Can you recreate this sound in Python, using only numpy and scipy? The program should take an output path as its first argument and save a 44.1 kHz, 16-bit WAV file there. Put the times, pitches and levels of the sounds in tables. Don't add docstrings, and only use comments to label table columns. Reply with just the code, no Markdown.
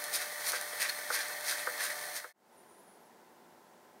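import sys
import numpy as np
from scipy import signal
from scipy.fft import rfft, irfft
from scipy.io import wavfile

SR = 44100
rng = np.random.default_rng(int(sys.argv[2]) if len(sys.argv) > 2 else 0)


def to_wav(sig):
    pcm = np.clip(np.atleast_2d(sig), -1, 1) * 32767
    pcm = np.round(pcm).astype(np.int16)
    wavfile.write(sys.argv[1], SR, pcm.T)


N = 176400

STEP_HZ, STEPS_PER_TURN = 297.4, 6
FADE_START_S, SILENT_S, FADE_END_S = 2.068, 2.3294, 2.572


def amp(db):
    return 10 ** (np.asarray(db) / 20)


def unit(x):
    return x / np.sqrt(np.mean(x ** 2) + 1e-20)


def clock():
    return np.arange(N) / SR


def add(mix, s, sound):
    part = mix[max(round(s * SR), 0):][:len(sound)]
    part += sound[:len(part)]


def drift(rate_hz):
    rolloff = 1 + (np.fft.rfftfreq(N, 1 / SR) / rate_hz) ** 4
    return unit(irfft(rfft(rng.standard_normal(N)) / rolloff, N))


def tone(hz, depth, rate_hz, length=N):
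    pitch = hz * (1 + depth * drift(rate_hz)[:length])
    return np.sin(2 * np.pi * np.cumsum(pitch) / SR)


def cut(x, order, hz, kind="low"):
    return signal.sosfilt(signal.butter(order, hz, kind, fs=SR, output="sos"), x)


def colour(x, points):
    size = 4096
    hz, db = np.transpose(points)
    bins_hz = abs(np.fft.fftfreq(size, 1 / SR))
    log_gain = np.log(amp(np.interp(np.log(bins_hz + 1), np.log(hz + 1), db)))
    taps = np.fft.ifft(np.exp(np.conj(signal.hilbert(log_gain)))).real[:size // 2]
    return signal.oaconvolve(x, taps / np.linalg.norm(taps))[:N]


def ring(modes):
    t = clock()[:N // 16]
    modal = sum(amp(db - 60 * t / t60) * np.sin(2 * np.pi * hz * t) for hz, db, t60 in modes)
    return cut(modal, 3, 453, "high")


def rattle(steps):
    # (frequency [Hz], relative spectral level [dB])
    spectrum = [(25, -43), (50, -48.5), (90, -35), (140, -22), (260, -22.5), (450, -16), (580, -13),
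                (700, -7), (860, -9), (1250, -12.5), (1550, -12.5), (1890, -3), (2250, -9.5), (2750, -21.5),
                (3050, -14.5), (3400, -13), (4350, -13.5), (6300, -13), (7500, -19), (8900, -9.5),
                (11000, -15.5), (14000, -14), (15800, -18.5)]
    # (frequency [Hz], relative level [dB], t60 [s])
    case_modes = [(496, -15.5, .09), (729, -12.5, 0.21), (1543, -3.5, 0.057), (1768, -5.5, 0.1),
                  (1834, -4.5, 0.09), (1926, -5, 0.1), (2058, -15.5, 0.21), (2130, -4.5, 0.05),
                  (2610, -13, 0.066), (4280, -2, 0.038), (5970, -11.5, .03)]
    spread_db, pulsed_share = 2.5, 0.39
    strength = amp(spread_db * rng.standard_normal(N))[steps.astype(int)]
    puffs = unit(strength * np.exp(-(steps % 1)))
    force = unit((1 - pulsed_share + pulsed_share * puffs) * rng.standard_normal(N))
    case = unit(signal.oaconvolve(puffs * rng.standard_normal(N), ring(case_modes))[:N])
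    return amp(-42.5) * colour(force, spectrum) + amp(-46.5) * case


def whine(steps):
    # (harmonic number [1], level [dB])
    harmonics = [(3, -78.5), (6, -73.5), (9, -70.5), (12, -53.5), (15, -70), (18, -64), (24, -59.5),
                 (36, -58.5), (37, -65)]
    sound = np.zeros(N)
    for k, db in harmonics:
        peak = np.sqrt(2) * amp(db + drift(rate_hz=28))
        sound += peak * np.sin(2 * np.pi * (k * steps / STEPS_PER_TURN + rng.random()))
    return sound


def hole_snaps(steps):
    jitter_s, decay_s, spread_db = 0.0002, 0.00029, 4
    catches = np.flatnonzero(np.diff(np.floor(steps)))
    late, size = rng.standard_normal((len(catches), 2)).T
    onsets = np.clip(catches + (late * jitter_s * SR).astype(int), 0, N - 1)
    hits = np.zeros(N)
    hits[onsets] = amp(spread_db * np.minimum(size, 0.9))
    envelope = signal.lfilter([1], [1, -np.exp(-1 / (decay_s * SR))], hits)
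    return unit(envelope * np.sign(rng.standard_normal(N)))


def flaps(scrape):
    # (peak time [s], level [dB], rise [s], fall [s], treble gain [dB],
    # ring frequency [Hz], ring gain [dB])
    swells = [(0.150, -35.5, 0.017, 0.025, 4, 1850, -13), (.220, -38, 0.018, 0.024, -2.5, 1830, 0),
              (0.491, -39.5, 0.037, 0.019, 7.5, 2000, -3.5), (0.559, -33.5, 0.027, 0.021, -8.5, 1810, -6.5),
              (0.819, -35.5, 0.021, 0.026, 0, 2550, 6), (0.857, -36.5, 0.012, 0.02, -13, 2410, 2.5),
              (.897, -36, 0.0096, 0.007, -2, 1800, 1), (1.149, -33.5, 0.029, 0.027, -0.5, 1800, 1.5),
              (1.192, -37.5, 0.0063, 0.052, -5.5, 1830, 2), (1.498, -34.5, 0.035, 0.043, 0.5, 1740, -2),
              (1.585, -48, 0.011, 0.068, 1, 2600, 4.5), (1.807, -37, 0.015, 0.01, -12, 1800, 2.5),
              (1.843, -35, 0.026, 0.032, -1, 1870, -9.5), (1.903, -38.5, 0.0046, 0.013, -19.5, 2200, 4.5),
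              (2.173, -38.5, 0.027, 0.022, 4.5, 1790, -1.5)]
    t, force = clock(), np.zeros(N)
    dull = cut(scrape, 1, 3060)
    for s, db, rise, fall, treble_db, ring_hz, ring_db in swells:
        from_peak = (t - s) / np.where(t < s, rise, fall)
        swell = (1 + from_peak ** 2 / 2) ** -1.71
        flap = swell * dull + amp(treble_db) * swell ** 1.35 * (scrape - dull)
        bend = signal.lfilter(*signal.iirpeak(ring_hz, Q=3.9, fs=SR), flap)
        force += amp(db) * (flap + (amp(ring_db) - 1) * bend)
    return force


def ticks():
    # (time [s], level [dB])
    snaps = [(0.04, -24.5), (0.139, -24), (.520, -22.5), (0.612, -26), (.806, -28), (0.817, -23.5),
             (0.8217, -24), (.827, -23), (1.284, -31), (1.903, -34.5)]
    t, force = clock()[:N // 80], np.zeros(N)
    decay_s = 0.0019
    for s, db in snaps:
        burst = np.exp(-t / decay_s) * rng.standard_normal(len(t))
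        add(force, s, amp(db) * cut(burst, 1, 5700, "high"))
    return force


def tape(steps):
    # (frequency [Hz], relative spectral level [dB])
    response = [(100, -49), (300, -23), (600, -12.5), (1300, -7.5), (1800, 4.5), (2350, -5), (2850, -8.5),
                (3300, -7.5), (4500, -1.5), (5300, -4.5), (6200, -4), (7700, -11), (9200, -1), (11000, -9),
                (14000, -8), (15800, -17.5)]
    scrape = amp(-2) * hole_snaps(steps) + amp(-1) * rng.standard_normal(N)
    paper = colour(flaps(scrape) + ticks(), response) + squeak()
    return paper + amp(-5) * room(paper)


def room(x):
    t, t60_s, gap_s = clock()[:N // 8], 0.14, 0.004
    tail = rng.standard_normal(len(t)) * amp(-60 * t / t60_s) * (t > gap_s)
    return signal.oaconvolve(cut(x, 1, 6000), tail / np.linalg.norm(tail))[:N]


def hollow(x):
    notched = signal.lfilter(*signal.iirnotch(2856, Q=17, fs=SR), x)
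    return x + 0.81 * (notched - x)


def knocks():
    # (time [s], level [dB])
    impacts = [(.533, -23.5), (0.73, -33), (1.103, -20.5), (1.298, -34), (1.6721, -19.5), (2.2441, -20)]
    # (frequency [Hz], relative level [dB], t60 [s])
    modes = [(1230, -17, .02), (1500, -5, 0.017), (1540, -11.5, 0.009), (1730, -26, 0.022)]
    # (delay [s], amplitude ratio [1])
    echoes = [(.0031, 0.79), (.0052, 0.61), (.0073, .4)]
    boom_hz, boom_db, rise_s, decay_s = 498.7, -16.5, 0.0032, 0.019
    blows, booms, t = np.zeros(N), np.zeros(N), clock()[:N // 16]
    envelope = (1 - np.exp(-t / rise_s)) * np.exp(-t / decay_s)
    for s, db in impacts:
        add(blows, s, amp([db]))
        boom = envelope * tone(boom_hz, depth=0.029, rate_hz=boom_hz / 2, length=len(t))
        add(booms, s, amp(db + boom_db) * boom)
        for delay, share in echoes:
            scatter = 1 + 0.079 * rng.uniform(-0.9, 1)
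            add(blows, s + delay * scatter, share * amp([db]))
    body = cut(ring(modes), 4, 2150)
    thuds = signal.oaconvolve(blows, body)[:N]
    return thuds + booms + amp(-6) * room(thuds)


def squeak():
    # (time [s], level [dB], frequency [Hz])
    chirps = [(.8945, -22, 4300)]
    t, sound = clock()[:N // 80], np.zeros(N)
    rise_s, decay_s = 0.0013, 0.0036
    envelope = np.minimum(t / rise_s, 1) * np.exp(-t / decay_s)
    for s, db, hz in chirps:
        add(sound, s, amp(db) * envelope * tone(hz, depth=0.01, rate_hz=600, length=len(t)))
    return sound


def fan():
    # (frequency [Hz], relative spectral level [dB])
    spectrum = [(25, -35), (49, -50), (86, -18), (137, -17.5), (161, -8.5), (222, -2), (283, -7.5),
                (342, -4.5), (542, -5), (1010, -4.5), (1180, -14.5), (1280, -10.5), (2050, -15),
                (2450, -21), (15800, -27)]
    # (frequency [Hz], level [dB])
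    partials = [(350, -76), (398, -75), (732, -76), (877, -74), (1023, -76)]
    tones = sum(amp(db) * np.sqrt(2) * tone(hz, depth=0.004, rate_hz=8) for hz, db in partials)
    return amp(-60.5) * unit(colour(rng.standard_normal(N), spectrum)) + tones


def whistle(curve):
    t, ramp_s = clock(), 0.0075
    s, hz, db = np.transpose(curve)
    carrier = np.sqrt(2) * tone(np.interp(t, s, hz), depth=0.012, rate_hz=700)
    gate = np.clip(np.minimum(t - s[0], s[-1] - t) / ramp_s, 0, 1)
    rasp = unit(0.67 + 0.33 * drift(rate_hz=300))
    return gate * rasp * amp(np.interp(t, s, db)) * carrier


def squeal():
    # (time [s], frequency [Hz], relative level [dB])
    strand = [(2.555, 9350, -85), (2.575, 9500, -69), (2.61, 9700, -70), (2.645, 9200, -78),
              (2.70, 9480, -71), (2.75, 9450, -73), (2.785, 9850, -68), (2.84, 9600, -74),
              (2.89, 9800, -69), (2.96, 9750, -74), (3.02, 9450, -87)]
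    # (start [s], length [s], first frequency [Hz], last [Hz], relative level [dB])
    glides = [(2.52, .05, 10200, 12000, -76), (2.62, .07, 11850, 11750, -80),
              (2.675, .11, 10300, 10750, -76), (2.77, .08, 11400, 11650, -78),
              (2.99, .1, 12000, 10100, -77)]
    sides = sum(whistle([(s, first, db), (s + length, last, db)])
                for s, length, first, last, db in glides)
    return amp(1.5) * (whistle(strand) + sides)


def scene():
    t = clock()
    fade_out = np.clip((SILENT_S - t) / (SILENT_S - FADE_START_S), 0, 1) ** 0.95
    fade_in = np.clip((t - SILENT_S) / (FADE_END_S - SILENT_S), 0, 1)
    step_rate = STEP_HZ * (1 + 0.002 * drift(rate_hz=12))
    steps = np.cumsum(step_rate) / SR
    reader = hollow(rattle(steps) + whine(steps) + tape(steps) + knocks())
    return (fade_out * reader + fade_in * (fan() + squeal()))[None]


def record(dry):
    taps = signal.firwin(511, 15800, window=("kaiser", 9), fs=SR)
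    return signal.oaconvolve(dry, taps[None], "same")


dry = scene()
out = record(dry)
to_wav(out)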